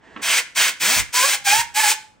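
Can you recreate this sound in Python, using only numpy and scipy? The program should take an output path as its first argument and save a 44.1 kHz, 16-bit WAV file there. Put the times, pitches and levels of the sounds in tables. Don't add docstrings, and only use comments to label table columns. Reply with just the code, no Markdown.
import sys
import numpy as np
from scipy import signal
from scipy.fft import rfft, irfft, next_fast_len
from scipy.io import wavfile

SR = 44100
rng = np.random.default_rng(int(sys.argv[2]) if len(sys.argv) > 2 else 0)


def generate_wav(sig):
    pcm = np.round(np.clip(np.atleast_2d(sig).T, -1, 1) * 32767).astype(np.int16)
    wavfile.write(sys.argv[1], SR, pcm)


N = 97020
T = np.arange(N) / SR
SIZE = next_fast_len(2 * N)
HZ = np.arange(SIZE // 2 + 1) * SR / SIZE


def undb(db):
    return 10 ** (np.asarray(db) / 20)


def unit(x):
    return x / np.sqrt(np.mean(x ** 2))


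def over_hz(points, column=1):
    p = np.array(points, float)
    return np.interp(np.log(HZ + 1), np.log(p[:, 0]), p[:, column])


def over_time(points, column=1):
    p = np.array(points, float)
    return np.interp(T, p[:, 0], p[:, column])


def shape(x, gain):
    return irfft(rfft(x, SIZE) * gain, SIZE)[..., :N]


def lowpass(edge_hz, order):
    return 1 / (1 + (HZ / edge_hz) ** order)


def resonance(hz, width_hz):
    return 1 / (1 + (2 * (HZ - hz) / width_hz) ** 2)


def noise(gain):
    return unit(shape(rng.standard_normal(N), gain))


def wander(rate_hz):
    return noise(lowpass(rate_hz, 4))


# (frequency [Hz], relative level [dB])
AIR_SPECTRUM = [(20, -12), (70, -1), (170, -2), (1500, -14), (4000, -31), (8000, -43), (12000, -60)]
def outdoor_air(level_db=-58):
    return undb(level_db) * noise(undb(over_hz(AIR_SPECTRUM)))


# (time [s], level [dB])
RUB_ENVELOPE = [(0, -64), (.04, -52), (.14, -48.5), (.22, -42), (.26, -83)]
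# (frequency [Hz], relative level [dB])
RUB_SPECTRUM = [(100, -17), (350, -1.5), (600, -7.5), (900, -3.5), (1300, -13), (1850, -1), (2200, -13.5),
                (3000, -13.5), (4200, -23), (8000, -28.5), (11000, -56)]
def rubbing():
    return undb(over_time(RUB_ENVELOPE)) * noise(undb(over_hz(RUB_SPECTRUM)))


# (time [s], gain [dB])
CLACKS = [(0.1628, -35.5), (0.172, -36.5), (0.195, -44)]
# (frequency [Hz], relative level [dB], 60 dB decay time [s])
TRIGGER_MODES = [(280, 4.5, 0.064), (1125, 1.5, 0.082), (1340, 2.5, 0.04), (1600, 1, .04), (1970, -3, .035),
                 (2330, -9, 0.022), (2780, -17, .03), (3600, -19, .015)]
def trigger(crack_db=12.5, crack_s=.007):
    clacks = 0
    for start, db in CLACKS:
        age = np.maximum(T - start, 0)
        ring = sum(undb(mode_db - 60 * age / t60) * np.sin(2 * np.pi * hz * age)
                   for hz, mode_db, t60 in TRIGGER_MODES)
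        crack = undb(crack_db) * rng.standard_normal(N) * np.exp(-age / crack_s)
        clacks = clacks + undb(db) * (T > start) * (ring + crack)
    return shape(clacks, lowpass(3300, 8) - lowpass(172, 8))


def valve(opens, shuts, attack, release_s=.014):
    rise = np.sin(np.pi / 2 * np.clip((T - opens) / attack, 0, 1)) ** 2
    return rise * np.exp(-np.maximum(T - shuts, 0) / release_s)


# (valve opens [s], valve shuts [s], level [dB], treble gain [dB],
# swell over the burst [dB], mid-burst bulge [dB], attack [s], cavity ring [dB])
BURSTS = [(0.211, 0.388, -17.5, -3.5, 8.5, 1.5, 0.026, -8.5), (0.543, 0.693, -15, -3, -3.5, 3.5, 0.038, -9),
          (0.791, 1, -16.5, -0.9, 0.5, 2, 0.034, -40), (1.12, 1.347, -17, 0.5, -3.5, 1.5, 0.036, -19.5),
          (1.436, 1.61, -18, 1, -4, 3, 0.037, -13), (1.735, 1.917, -18, 1.5, 1.5, -1, 0.038, -34.5)]
# (high ring [dB], top sizzle [dB])
AIMS = [(4, -1.5), (4, 0.5), (2, 2.5), (1.5, -0.5), (2.5, 0), (-0.5, 0.5)]
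# (frequency [Hz], relative level [dB])
JET_SPECTRUM = [(100, -40), (300, -19.5), (600, -13.5), (950, -4), (2200, -3), (4000, -2), (8500, -2),
                (10500, -10.5), (11900, -18.5), (13500, -11), (15800, -8.5)]
# (frequency [Hz], width [Hz], gain [dB])
HOUSING_MODES = [(1245, 140, -4.5), (1584, 310, 4.5), (2155, 250, 7), (2480, 360, 6), (2825, 170, -3),
                 (3175, 400, 4), (4620, 200, -2.5), (4840, 250, 3), (7050, 200, 2), (9630, 210, 0)]
def jet(lag_s=.0038, treble_rise_db=2, flutter_db=.46, sputter_db=.7):
    colour_db = over_hz(JET_SPECTRUM) + sum(db * resonance(hz, width) for hz, width, db in HOUSING_MODES)
    high_ring, sizzle = resonance(6040, 340), 1 - lowpass(12700, 8)
    cavity = noise(resonance(2950, 1220))
    out = 0
    for burst, (ring_db, sizzle_db) in zip(BURSTS, AIMS):
        opens, shuts, db, treble_db, swell_db, bulge_db, attack, cavity_db = burst
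        hiss = noise(undb(colour_db + ring_db * high_ring + sizzle_db * sizzle))
        body = shape(hiss, lowpass(3600, 4))
        along = np.clip((T - opens) / (shuts - opens), 0, 1) - .5
        arch = np.cos(np.pi * along) ** 2
        treble = valve(opens, shuts, attack) * undb(treble_db + treble_rise_db * along) * (hiss - body)
        filling = valve(opens, shuts + lag_s, attack + 2 * lag_s)
        low = filling * (body + undb(cavity_db) * arch * cavity)
        out = out + undb(db + swell_db * along + bulge_db * (arch - .5)) * (treble + low)
    return out * undb(flutter_db * wander(42) + sputter_db * wander(450))


# (time [s], half width [s], gain [dB], upper edge [Hz])
GUSTS = [(.588, .025, -42, 300), (.92, .03, -42, 100), (.978, .014, -31, 260), (1.005, .03, -26.5, 110),
         (1.065, .035, -43, 110), (1.55, .14, -44, 120), (1.59, .03, -36, 120)]
# (frequency [Hz], relative level [dB])
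GUST_SPECTRUM = [(20, -22), (55, -1), (100, 0)]
def buffets(uncorrelated_db=-8):
    out = 0
    for at, width, db, edge_hz in GUSTS:
        colour = undb(over_hz(GUST_SPECTRUM)) * lowpass(edge_hz, 3)
        common = noise(colour)
        pair = np.array([weight * common + undb(uncorrelated_db) * noise(colour) for weight in (.7, -1.3)])
        out = out + undb(db) * np.exp(-((T - at) / width) ** 2) * pair
    return out


# (time [s], blade-passing frequency [Hz], base levels of harmonics 1, 2, 3 [dB])
FAN_TRACKS = [
    [(.815, 148.3, -55.5, -46, -57), (.89, 207.4, -45.5, -46.5, -41), (.95, 295.1, -43.5, -41, -35.5),
     (.98, 347.8, -61, -48, -64)],
    [(1.145, 473.2, -45.5, -29.5, -46), (1.183, 512.2, -54, -23, -29), (1.215, 500.5, -36, -24.5, -41),
     (1.25, 555.7, -33, -25.5, -31), (1.287, 600.6, -37, -37, -59), (1.308, 687.6, -61, -57, -58),
     (1.335, 815, -32, -49, -41)],
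    [(1.455, 813, -36, -29, -27), (1.478, 799.4, -20.5, -28, -29), (1.497, 799, -32, -22, -23.5),
     (1.518, 826.5, -23, -42, -21), (1.538, 848, -16.5, -23.5, -35.5), (1.605, 941, -27, -38, -36),
     (1.65, 915, -25, -52, -49), (1.69, 890, -46, -58, -56)],
    [(1.755, 830, -31.5, -21, -42), (1.775, 862, -19, -27.5, -39), (1.798, 873.8, -21.5, -29, -39),
     (1.81, 856, -42.5, -25.5, -41), (1.823, 864, -22, -23.5, -46.5), (1.85, 833.6, -20.5, -28, -55.5),
     (1.88, 836, -23, -33, -38), (1.907, 868, -41, -34, -41), (1.922, 872, -22.5, -30.5, -43),
     (1.945, 862.4, -30.5, -43, -46), (1.98, 857, -24.5, -41, -45)],
]
def fan(lifts_db=(.5, .5, 3.5), jitter=.00975, roughness_db=2.5, coast_db=-8, coast_s=.06):
    rows = [row for track in FAN_TRACKS for row in track]
    blade_hz = over_time(rows) * (1 + jitter * wander(60))
    phase = 2 * np.pi * np.cumsum(blade_hz) / SR
    whine = 0
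    for track, (opens, shuts, *_, attack, _) in zip(FAN_TRACKS, BURSTS[-len(FAN_TRACKS):]):
        coast = (T > shuts) * undb(coast_db) * np.exp(-np.maximum(T - shuts, 0) / coast_s)
        drive = np.maximum(valve(opens, shuts, attack), coast)
        for k, lift_db in enumerate(lifts_db, 1):
            rms = drive ** k * undb(over_time(track, k + 1) + lift_db)
            whine = whine + np.sqrt(2) * rms * np.sin(k * phase)
    return whine * undb(roughness_db * wander(70))


def diffuse_decay(t60_s, delay_s=.012):
    impulse = rng.standard_normal(N) * (T > delay_s) * undb(-60 * T / t60_s)
    return rfft(impulse / np.sqrt(np.sum(impulse ** 2)), SIZE)


# (frequency [Hz], relative level [dB])
SCATTER_SPECTRUM = [(200, 19), (900, 14), (2500, 2), (5500, 1), (10000, 12.5), (12000, -14), (16000, -8)]
# (frequency [Hz], relative level [dB])
WALL_SPECTRUM = [(100, 11), (800, -5.5), (1900, 0.5), (2400, -2), (8000, -5.5), (11000, -7.5),
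                 (15000, -14.5)]
def reflections(scatter_db=-17, wall_db=-9):
    low = lowpass(7000, 2)
    tail = np.sqrt(low) * diffuse_decay(t60_s=.37) + np.sqrt(1 - low) * diffuse_decay(t60_s=.26)
    scatter = diffuse_decay(t60_s=.0536, delay_s=.00268) * undb(scatter_db + over_hz(SCATTER_SPECTRUM))
    return scatter + tail * undb(wall_db + over_hz(WALL_SPECTRUM))


# (frequency [Hz], left minus right level [dB], phase lead of the left [rad])
MIC_DIFFERENCES = [(100, -3.5, -0.32), (400, -6, -0.28), (1050, -5.5, 0.064), (1400, -3.5, 0.15),
                   (2480, -2, 0.38), (4900, 0.5, 0.7), (6050, 2.5, 0.73), (7200, 2.5, 0.74),
                   (8700, 4.5, -0.13), (10500, 2.5, -0.14), (12000, 0.5, 0), (15900, 1, 0)]
def microphone(side):
    balance_db, lead = over_hz(MIC_DIFFERENCES), over_hz(MIC_DIFFERENCES, column=2)
    mean_power = np.cosh(balance_db * np.log(10) / 20)
    return undb(side * balance_db / 2) * np.exp(.5j * side * lead) / np.sqrt(mean_power)


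# (frequency [Hz], gain [dB])
JET_SPREAD = [(100, -19.5), (900, -17.5), (2200, -22), (4000, -24), (5500, -23), (10000, -11), (12000, -17),
              (15500, -12)]
def scene(apart=.7):
    source = jet() + fan() + trigger() + rubbing()
    shared = np.sqrt(1 - apart ** 2) * reflections()
    spread = shape(jet(), undb(over_hz(JET_SPREAD)))
    channels = []
    for side in (1, -1):
        mic = microphone(side)
        paths = 1 + shared + apart * reflections()
        channels.append(shape(source, mic * paths) + side * shape(spread, mic) + outdoor_air())
    return np.array(channels) + buffets()


def record(dry):
    return signal.sosfilt(signal.ellip(10, .2, 80, 15700, fs=SR, output="sos"), dry)


dry = scene()
out = record(dry)
generate_wav(out)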